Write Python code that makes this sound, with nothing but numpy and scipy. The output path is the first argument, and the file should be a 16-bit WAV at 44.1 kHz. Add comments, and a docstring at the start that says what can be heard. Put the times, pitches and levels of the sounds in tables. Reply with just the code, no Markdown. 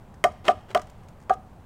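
"""Telescoping pole in a quiet park

A telescoping pole is collapsed by hand, a few metres from the microphone, over distant traffic rumble.
Hollow sections scrape, rattle and faintly rustle (dense noise grains) and knock home: decaying wall modes
clack with a burst of noise, then slower-swelling modes of the air in the tube give a short hollow note.
Three knocks are sharp, the last dull; loose sections tick (filtered noise), and the park scatters it all."""
import sys
import numpy as np
from scipy import signal
from scipy.fft import rfft, irfft
from scipy.io import wavfile

SR = 44100
rng = np.random.default_rng(int(sys.argv[2]) if len(sys.argv) > 2 else 0)


def master(y):
    """Save y as 16-bit WAV."""
    cut = np.clip(np.atleast_2d(y).T, -1, 1)
    pcm = np.round(cut * 32767)  # scale
    wavfile.write(sys.argv[1], SR, pcm.astype(np.int16))


N = 72765  # length in samples


def from_db(db):
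    """Decibels to gain."""
    return 10 ** (np.asarray(db) / 20)


def rms_one(x):
    """Scale to unit rms."""
    return x / np.sqrt(np.mean(x ** 2) + 1e-20)


def coloured(x, spectrum):
    """Shape noise by a spectrum, interpolated in dB over log frequency; rms 1."""
    hz, db = np.transpose(spectrum)
    bins = np.maximum(np.arange(len(x) // 2 + 1) * SR / len(x), 1)
    gain = from_db(np.interp(np.log(bins), np.log(hz), db))
    return rms_one(irfft(rfft(x) * gain, len(x)))


def low_pass(x, hz):
    """A softer contact loses its treble, by a gentle first-order slope."""
    return signal.sosfilt(signal.butter(1, hz, fs=SR, output="sos"), x)


def add(out, start_s, sound):
    """Mix a sound in at a time."""
    i = int(start_s * SR)
    out[i:i + len(sound)] += sound[:len(out) - i]


def burst(t, spectrum, t60):
    """A brief noise of a given colour that dies away by 60 dB in t60 seconds."""
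    noise = coloured(rng.standard_normal(len(t)), spectrum)
    return noise * from_db(-60 * t / t60)


# The park with its distant traffic. Each row: frequency in Hz, level in dB.
PARK_SPECTRUM = [(20, -7), (35, -8.5), (60, -4.5), (96, -1), (127, -7.5), (200, -8.5), (290, -18),
                 (450, -21), (800, -19), (1100, -24.5), (1700, -33), (3200, -41.5), (5000, -47.5),
                 (8700, -48), (11000, -53), (14000, -51.5), (16000, -53)]
PARK_DB = -47


def park_background():
    """Distant traffic rumbles: steady noise, weighted to the bass."""
    return from_db(PARK_DB) * coloured(rng.standard_normal(N), PARK_SPECTRUM)


# Touches of the loose sections. Each row: start in seconds, level in dB, treble cut-off in Hz.
TICKS = [(0.142, -51, 6000), (0.3194, -51.5, 9000), (0.453, -41.5, 8000), (0.7952, -34, 1800),
         (0.8168, -39, 7000), (0.8705, -52.5, 8900), (0.8983, -46.5, 9400), (1.034, -55.5, 6000),
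         (1.085, -49, 17000), (1.2018, -55, 8000), (1.215, -58, 8000), (1.225, -56, 7900),
         (1.235, -57, 8000), (1.3368, -42, 6850)]
# Colour of a tick before its cut-off. Each row: frequency in Hz, level in dB.
TICK_SPECTRUM = [(60, -31.5), (300, -12), (1500, 12), (3500, -4), (5500, 3.5), (9000, 2), (11000, -6.5),
                 (16000, -6)]
TICK_T60_S = 0.031


def ticks():
    """Loose sections touch lightly: each contact is a short noise, softened by its own cut-off."""
    out, t = np.zeros(N), np.arange(SR // 10) / SR
    for start_s, db, cutoff_hz in TICKS:
        tick = low_pass(burst(t, TICK_SPECTRUM, TICK_T60_S), cutoff_hz)
        add(out, start_s, from_db(db) * tick)
    return out


SWELL_SHAPE, MODE_SPREAD_DB = 5.6, 1  # steepness of a mode's build-up, spread of its level between blows


def mode(t, hz, db, t60, swell_s):
    """One resonance builds up and dies away, at a slightly different level at every blow."""
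    swell = 1 - np.exp(-(t / swell_s) ** SWELL_SHAPE)
    decay = from_db(db + rng.normal(0, MODE_SPREAD_DB) - 60 * t / t60)
    return swell * decay * np.sin(2 * np.pi * hz * t)


# Resonances of the tube wall. Each row: frequency in Hz, level in dB, t60 in seconds, rise in seconds.
WALL_MODES = [(423, -7.5, 0.008, 0.00078), (1335, -18.5, .039, 0.0017), (1819, -9.5, 0.02, 0.0021),
              (2105, -20.5, 0.027, 0.00017), (2524, -19, 0.022, 0.00057), (2884, -15.5, 0.013, 0.002),
              (3157, -18, 0.025, 0.0008), (3824, -30, .025, 0.00073), (4483, -26, 0.018, 0.00087),
              (5320, -26, .024, 0.0013), (5840, -41.5, 0.046, 0.00085), (6760, -31.5, 0.01, 0.0042),
              (9720, -40, .02, 0.00057), (10170, -39.5, 0.036, 0.0024)]
FOCUS_DB, FOCUS_OCTAVES = 7.5, 0.18  # boost at the pitch that a contact favours, and its width


def wall_clack(t, clack_db, focus_hz):
    """The struck wall rings in many short modes, stronger near the pitch that the contact favours."""
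    clack = np.zeros(len(t))
    for k, (hz, db, t60, rise_s) in enumerate(WALL_MODES):
        octaves_away = np.log2(hz / focus_hz)
        boost_db = FOCUS_DB * np.exp(-(octaves_away / FOCUS_OCTAVES) ** 2)
        sign = (-1) ** k  # neighbouring modes start in opposite directions
        clack += sign * mode(t, hz, db + clack_db + boost_db, t60, rise_s)
    return clack


# Resonances of the air in the tube. Each row: frequency in Hz, level in dB while extended,
# level in dB when closed, t60 in seconds, swell in seconds.
AIR_MODES = [(222.3, -31.5, -32.5, 0.12, 0.00091), (285.8, -39.5, -46, .25, 0.0043),
             (398.3, -28, -28, 0.16, .001), (450, -37, -39.5, .11, 0.0011),
             (503, -27, -17.5, 0.083, 0.0068), (591, -12, -56, 0.093, .0033),
             (613, -8, -15.5, 0.083, 0.012), (702.4, 3, -3, 0.055, 0.00957),
             (757.9, -3.5, 2.5, 0.072, 0.011), (1028, -18, -36.5, 0.059, 0.0074),
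             (1066, -17, -33, 0.03, 0.0013), (1182.6, -10, -10.5, 0.051, .0046),
             (1246, -21, -19, .1, 0.0025), (1469, -18.5, -20.5, 0.048, 0.0059),
             (1626, -28.5, -22.5, 0.063, 0.0098)]


def hollow_note(t, note_db, closed):
    """The air in the tube swells into a note; its balance of modes shifts as the tube closes."""
    note = np.zeros(len(t))
    for hz, open_db, closed_db, t60, swell_s in AIR_MODES:
        balance_db = open_db + closed * (closed_db - open_db)
        note += mode(t, hz, note_db + balance_db, t60, swell_s)
    return note


# Colour of the crack in a knock. Each row: frequency in Hz, level in dB.
CRACK_SPECTRUM = [(60, -40), (300, -16), (1500, 10.5), (3200, -8.5), (4000, -7), (6000, -8.5), (9000, -9),
                  (11000, -32), (13500, -12), (16000, -29)]
# Colour of the snap, the first instant of contact. Each row: frequency in Hz, level in dB.
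SNAP_SPECTRUM = [(60, -46), (3000, 8), (9000, 10), (11000, 3.5), (13500, 9), (16000, 3)]
CRACK_T60_S, SNAP_T60_S = 0.047, 0.011


def snap_and_crack(t, crack_db, snap_db):
    """The contact's own noise: a very short bright snap over a longer crack."""
    crack = from_db(crack_db) * burst(t, CRACK_SPECTRUM, CRACK_T60_S)
    snap = from_db(snap_db) * burst(t, SNAP_SPECTRUM, SNAP_T60_S)
    return crack + snap


# Sections knocking home. Each row: start in seconds, wall clack in dB, hollow note in dB, crack in dB,
# snap in dB, contact cut-off in Hz, favoured pitch in Hz, how far the tube is closed from 0 to 1.
KNOCKS = [(0.2402, -1, -0.5, -21, -23, 12000, 2050, 0.01), (0.4811, 1, 2.24, -22, -26.5, 5500, 2830, 0.09),
          (0.7478, -4.5, -1, -26, -23, 7900, 2970, 0.01), (1.2955, -16, -0.5, -27.5, -40, 3600, 1300, 0.97)]


def knocks():
    """Each section hits its stop; the contact's softness dulls the wall and noise but not the air."""
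    out, t = np.zeros(N), np.arange(SR // 4) / SR
    for start_s, wall_db, air_db, crack_db, snap_db, contact_hz, focus_hz, closed in KNOCKS:
        wall = wall_clack(t, wall_db, focus_hz)
        air = hollow_note(t, air_db, closed)
        noise = snap_and_crack(t, crack_db, snap_db)
        add(out, start_s, low_pass(wall + noise, contact_hz) + air)
    return out


# Scrapes of section in section, rattles after knocks and a faint long rustle. Each row: start in seconds,
# length in seconds, initial level in dB, change of level over the length in dB.
SCRAPES = [(0.249, 0.13, -56, -5.5), (0.441, 0.045, -40.5, 7), (.492, 0.026, -32, -7.5),
           (.53, 0.088, -54, -5.5), (0.682, 0.049, -51, 0), (.701, 0.012, -35, -8),
           (0.758, 0.018, -40.5, 9), (0.795, 0.39, -59, -11.5), (1.308, 0.035, -47.5, 1)]
# Colour of the grains. Each row: frequency in Hz, level in dB.
SCRAPE_SPECTRUM = [(50, -25), (170, -7), (400, 10), (1300, 4.5), (2000, -1.5), (3300, -4), (5000, -13),
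                   (9000, -16.5), (11000, -27.5), (16000, -28)]
SCRAPE_EDGE_S = 0.007  # fade at each end
GRAINS_PER_S, GRAIN_SPREAD_DB = 2200, 2


def scrapes_and_rattles():
    """Scrapes, rattles after knocks and a faint long rustle: dense tiny noise grains that swell, fade or hold."""
    t = np.arange(N) / SR
    grain_happens = rng.random(N) < GRAINS_PER_S / SR
    grain_sign = rng.choice([-1, 1], N)
    grain_gain = from_db(GRAIN_SPREAD_DB * np.minimum(rng.exponential(1, N), 3))
    grains = grain_happens * grain_sign * grain_gain
    level = np.zeros(N)
    for start_s, length_s, db, swell_db in SCRAPES:
        end_s = start_s + length_s + SCRAPE_EDGE_S
        edges = np.clip(np.minimum(t - start_s, end_s - t) / SCRAPE_EDGE_S, 0, 1)
        progress = np.clip((t - start_s) / length_s, 0, 1)
        level += edges * from_db(db + swell_db * progress)
    return level * coloured(grains, SCRAPE_SPECTRUM)


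# Colour of the scatter from ground and tables. Each row: frequency in Hz, level in dB.
NEAR_SPECTRUM = [(60, -3.5), (280, 6.5), (500, 9.5), (750, 1), (950, 6), (2000, -4.5), (3200, -6),
                 (5000, -0.5), (9000, 1), (16000, -7.5)]
# Colour of the scatter from the trees. Each row: frequency in Hz, level in dB.
TREE_SPECTRUM = [(60, -17.5), (280, -3.5), (500, -3.5), (750, -4), (950, -3.5), (2000, -3), (3200, -2),
                 (5000, 2), (9000, -13), (16000, -20)]
NEAR_DB, NEAR_T60_S = -17.5, 0.15
TREE_DB, TREE_T60_S = -32.5, 0.83
SCATTER_DELAY_S = 0.0088


def surroundings(pole):
    """A short scatter from ground and tables and a fainter, longer one from the trees: dying noise tails."""
    t = np.arange(SR // 2) / SR
    near = burst(t, NEAR_SPECTRUM, NEAR_T60_S)
    trees = burst(t, TREE_SPECTRUM, TREE_T60_S)
    tail = from_db(NEAR_DB) * near / np.linalg.norm(near)  # unit energy before its level
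    tail += from_db(TREE_DB) * trees / np.linalg.norm(trees)
    out = np.zeros(N)
    add(out, SCATTER_DELAY_S, signal.fftconvolve(pole, tail))
    return out


def scene():
    """The pole, its scatter and the park's background, as one channel."""
    pole = knocks() + scrapes_and_rattles() + ticks()
    scatter = surroundings(pole)
    return (pole + scatter + park_background())[None]


CUTOFF_HZ = 15900


def record(dry):
    return signal.sosfilt(signal.ellip(10, 0.2, 90, CUTOFF_HZ, fs=SR, output="sos"), dry)


dry = scene()
out = record(dry)
master(out)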